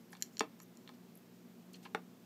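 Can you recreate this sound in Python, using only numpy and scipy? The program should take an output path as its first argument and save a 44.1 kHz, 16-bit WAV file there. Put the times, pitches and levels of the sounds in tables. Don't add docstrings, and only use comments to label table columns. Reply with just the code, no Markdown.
import sys
import numpy as np
from scipy import signal
from scipy.fft import rfft, irfft
from scipy.io import wavfile
from scipy.ndimage import uniform_filter1d

SR = 44100
rng = np.random.default_rng(int(sys.argv[2]) if len(sys.argv) > 2 else 0)


def boost(x):
    u = np.asarray(x, float) / 20
    return 10 ** u


def master(y):
    cut = np.clip(np.atleast_2d(y).T, -1, 1)
    pcm = np.round(cut * 32767)
    wavfile.write(sys.argv[1], SR, pcm.astype(np.int16))


N = 99225

# pitch_hz [Hz], level_db [dB per Hz]
NOISE_COLOUR = [(30, -28), (90, -18.5), (150, 4), (250, 13),
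                (300, -2.7), (600, -3), (1500, -11), (4000, -15.5), (7000, -17.5), (10000, -23.5),
               (12500, -17.5), (15500, -18.5)]
# pitch_hz [Hz], width_hz [Hz], level_db [dB rms]
DRONE_RESONANCES = [(180, 7.8, -62.5), (236.6, 32, -63), (272, 16, -81.5), (365.2, 79, -69),
                    (466.4, 44, -75.5), (646, 81, -82.5)]
# pitch_hz [Hz], t60_s [s]
TANK_DECAY = [(250, 0.22), (1000, 0.13), (3000, 0.13), (8000, 0.092), (15000, 0.15)]
# start_s [s], length_s [s], level_db [dB rms],
# colour_hz [Hz], spread_oct [octaves], dish_share [0-1, part that rings the dish]
GRIT_SCRAPES = [(.1228, 0.0054, -54.5, 11000, 1, 0), (.128, 0.014, -56, 3930, 1.3, 0),
                (0.141, .012, -66, 3500, 1.1, 0), (0.167, 0.011, -58, 2500, 1.2, 0.26),
                (0.211, 0.014, -62, 10000, 0.53, .9), (0.224, 0.015, -57, 5500, 0.42, .9),
                (0.245, 0.065, -64, 5330, 0.88, 0.84), (0.323, 0.068, -69, 9100, 1, 0.97),
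                (0.609, 0.04, -63, 6300, 0.23, 0.68), (0.617, 0.032, -64, 12500, 0.24, 0.64),
                (0.78, 0.026, -80, 7200, 0.18, 1), (0.936, 0.022, -67, 3500, .6, 0.06),
                (1.732, .012, -57, 5700, 0.85, 0), (1.7405, 0.016, -50, 4000, 0.41, 0.6),
                (1.754, 0.024, -60, 3500, 1, 0), (1.827, 0.048, -63.5, 3500, 1.24, 0.02),
                (1.851, 0.03, -51.5, 2200, 0.7, 0.23)]
# start_s [s], peak_db [dB], colour_hz [Hz], spread_oct [octaves]
FAR_WALL_KNOCKS = [
    (1.9478, -21, 1150, 1.5),
]
# pitch_hz [Hz], level_db [dB], t60_s [s]
FAR_WALL_MODES = [(242, -4, 0.018), (445, -3, 0.042), (596, -7, 0.039), (830, 2.8, 0.033),
                  (1100, -8.5, 0.041), (1360, -6, 0.013), (1825, -10.5, 0.031), (2132, -2.5, 0.022),
                  (2810, -9, 0.014), (3530, -13, 0.035), (4300, -23, .022), (5100, -32, 0.01),
                  (7640, -15, .015)]
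# start_s [s], peak_db [dB], colour_hz [Hz], spread_oct [octaves]
NEAR_WALL_KNOCKS = [(.4065, -19, 1590, 1.55), (.130, -43.5, 1860, .25), (.151, -46, 2520, 1),
                    (.133, -47.5, 945, .3), (.6012, -50, 1560, 0.62), (.8762, -45, 3150, 0.94),
                    (.8912, -44, 2640, 1.17), (.896, -51, 1100, 0.5), (1.852, -50, 2200, 0.73),
                    (1.8565, -44, 1100, 0.54), (1.8615, -45.5, 1100, 0.23)]
# pitch_hz [Hz], level_db [dB], t60_s [s]
NEAR_WALL_MODES = [(221, 2.5, .08), (300, 3.5, .07), (437, 4.5, 0.054), (630, -2, 0.056), (820, 2, 0.048),
                   (1047.5, -1, 0.044), (1284, -3.5, 0.028), (1800, 0.5, 0.015), (2237, -4, 0.033),
                   (2695, -8, 0.019), (3500, 0, 0.019), (4300, -2, 0.012), (5600, -36, 0.0067),
                   (7200, -12, 0.026)]
# start_s [s], peak_db [dB], colour_hz [Hz], spread_oct [octaves]
DISH_TICKS = [(.1055, -56.5, 11100, 0.11), (.118, -59, 11000, .1), (.2065, -52, 9100, .6),
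              (.2135, -49, 3000, 0.77), (.2233, -18.5, 6650, 0.93), (.2275, -32.5, 4840, 0.76),
              (.237, -55, 12000, .2), (.3698, -37, 4300, 0.6), (.381, -42, 4960, 1.1),
              (.3943, -19, 5600, 0.56), (.399, -36, 4200, 0.42), (.592, -58, 9000, .6),
              (.601, -43, 6030, 0.99), (.6305, -50, 11200, 0.41), (.7535, -59, 6000, 0.65),
              (.7715, -47, 7500, 0.65), (1.154, -49, 10700, 0.15), (1.174, -48.5, 11000, 0.3),
              (1.188, -67, 11500, .2)]
# pitch_hz [Hz], level_db [dB], t60_s [s]
DISH_MODES = [(1745, 2, 0.009), (2200, 0.5, 0.0063), (3214, -7.5, 0.0078), (4150, -11.5, 0.015),
              (4600, -7, 0.0054), (5643, -6.7, 0.011), (6440, -1.5, 0.0039), (7200, 1, 0.0047),
              (9140, -27, 0.029), (11100, -13.5, 0.01), (11800, -17, 0.0092), (12240, -12, 0.031),
              (15500, -32, .015)]


def evened(x):
    return x / np.sqrt(np.mean(x ** 2) + 1e-20)


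def read_curve(points, hz):
    point_hz, value = np.transpose(points)
    return np.interp(np.log(hz + 1), np.log(point_hz + 1), value)


def add(mix, start_s, sound):
    part = mix[round(start_s * SR):][:len(sound)]
    part += sound[:len(part)]


def highpassed(x, edge_hz):
    return signal.sosfilt(signal.butter(4, edge_hz, "high", fs=SR, output="sos"), x)


def colour_hump(hz, colour_hz, spread_oct):
    octaves = np.log2(np.maximum(hz, 1) / colour_hz)
    return np.exp(-0.5 * (octaves / spread_oct) ** 2)


def tinted(x, colour_hz, spread_oct):
    hz = np.fft.rfftfreq(len(x), 1 / SR)
    return irfft(rfft(x) * colour_hump(hz, colour_hz, spread_oct), len(x))


def ring(modes, colour_hz, spread_oct, split):
    neighbour_db = -8
    t = np.arange(4096) / SR
    hz, level_db, t60_s = np.transpose(modes)[:, :, None]
    sign = (-1.0) ** np.arange(len(modes))[:, None]
    below, above = rng.uniform(0.44, 1, (2, len(modes), 1))
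    lower = np.sin(2 * np.pi * hz * (1 - split * below) * t)
    upper = np.sin(2 * np.pi * hz * (1 + split * above) * t)
    cluster = np.sin(2 * np.pi * hz * t) + boost(neighbour_db) * (lower - upper)
    gain = sign * colour_hump(hz, colour_hz, spread_oct)
    return (gain * boost(level_db - 60 * t / t60_s) * cluster).sum(0)


def hits(blows, modes, split, crack_db, crack_t60_s):
    attack_s, bounce_s, bounce_db = 0.00018, 0.0007, -9.5
    out = np.zeros(N)
    t = np.arange(4096) / SR
    for start_s, peak_db, colour_hz, spread_oct in blows:
        body = ring(modes, colour_hz, spread_oct, split)
        crack = evened(tinted(rng.standard_normal(4096), colour_hz, 0.81 * spread_oct))
        crack = crack * boost(crack_db - 60 * t / crack_t60_s)
        blow = boost(peak_db) * (body / np.abs(body).max() + crack) * np.minimum(t / attack_s, 1)
        add(out, start_s, blow)
        add(out, start_s + bounce_s, boost(bounce_db) * blow)
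    return out


def hiss():
    level_db, patchy_db = -67.5, 0.5
    hz = np.fft.rfftfreq(1024, 1 / SR)
    real, imag, patches = rng.standard_normal((N // 256 + 5, 513, 3)).T
    patches = uniform_filter1d(uniform_filter1d(patches, 12, 0), 14, 1)
    colour_db = read_curve(NOISE_COLOUR, hz)[:, None]
    spectra = (real + 1j * imag) * boost(colour_db + patchy_db * evened(patches))
    x = signal.istft(spectra, nperseg=1024, noverlap=768)[1][:N]
    return boost(level_db) * x / highpassed(x, 500).std()


def appliance():
    hum_hz, hum_db = 119.8, -76
    t = np.arange(N + SR) / SR
    out = np.sqrt(2) * boost(hum_db) * np.sin(2 * np.pi * hum_hz * t[:N])
    for hz, width_hz, level_db in DRONE_RESONANCES:
        r = np.exp(-np.pi * width_hz / SR)
        real, imag = rng.standard_normal((2, N + SR))
        wander = signal.lfilter([1 - r], [1, -r], real + 1j * imag)
        wander = signal.lfilter([1 - r], [1, -r], wander)
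        drone = (wander * np.exp(2j * np.pi * hz * t)).real[SR:]
        out = out + boost(level_db) * evened(drone)
    return out


def tank_reflections(x):
    build_up_s = 0.0032
    hz, t, z = signal.stft(rng.standard_normal(SR // 2), SR, nperseg=128)
    decay = boost(-60 * t / read_curve(TANK_DECAY, hz)[:, None])
    tail = signal.istft(z * decay, SR, nperseg=128)[1]
    tail = tail * np.clip(np.arange(len(tail)) / SR / build_up_s, 0, 1)
    return signal.fftconvolve(x, tail / np.linalg.norm(tail))[:N]


def grit_scrapes():
    grits_per_s, grit_spread_db = 9000, 1.6
    out = np.zeros(N)
    for start_s, length_s, level_db, colour_hz, spread_oct, dish_share in GRIT_SCRAPES:
        chance, side, size = rng.random((4096, 3)).T
        size_db = -grit_spread_db * np.log(size + 0.00093)
        grit = (chance < grits_per_s / SR) * np.sign(side - 0.5) * boost(size_db)
        progress = np.arange(4096) / SR / length_s
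        stroke = np.sin(np.pi * np.minimum(progress, 1) ** 0.33)
        dish = ring(DISH_MODES, colour_hz, spread_oct, 0.0083)
        rung = evened(signal.fftconvolve(grit, dish)[:4096])
        bare = evened(tinted(grit, colour_hz, spread_oct))
        add(out, start_s, boost(level_db) * stroke * (dish_share * rung + (1 - dish_share) * bare))
    return out


def wall_knocks():
    wall = dict(split=0.085, crack_db=-8, crack_t60_s=0.012)
    near = hits(NEAR_WALL_KNOCKS, NEAR_WALL_MODES, **wall)
    return near + hits(FAR_WALL_KNOCKS, FAR_WALL_MODES, **wall)


def dish_ticks():
    return hits(DISH_TICKS, DISH_MODES, split=0.022, crack_db=-13.5, crack_t60_s=0.0054)


def scene():
    dish_wet_db, wall_wet_db = -14, -8.5
    dish = dish_ticks() + grit_scrapes()
    wall = wall_knocks()
    reflected = tank_reflections(boost(dish_wet_db) * dish + boost(wall_wet_db) * wall)
    crab = highpassed(dish + wall + reflected, 170)
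    return (hiss() + appliance() + crab)[None]


def roll_off(x):
    return signal.sosfilt(signal.butter(12, 15760, fs=SR, output="sos"), x)


def record(dry):
    edge_hz = 15650
    band_limit = signal.firwin(511, edge_hz, window=("kaiser", 9), fs=SR)
    mix = signal.oaconvolve(dry, band_limit[None], "same")
    return roll_off(mix)


dry = scene()
out = record(dry)
master(out)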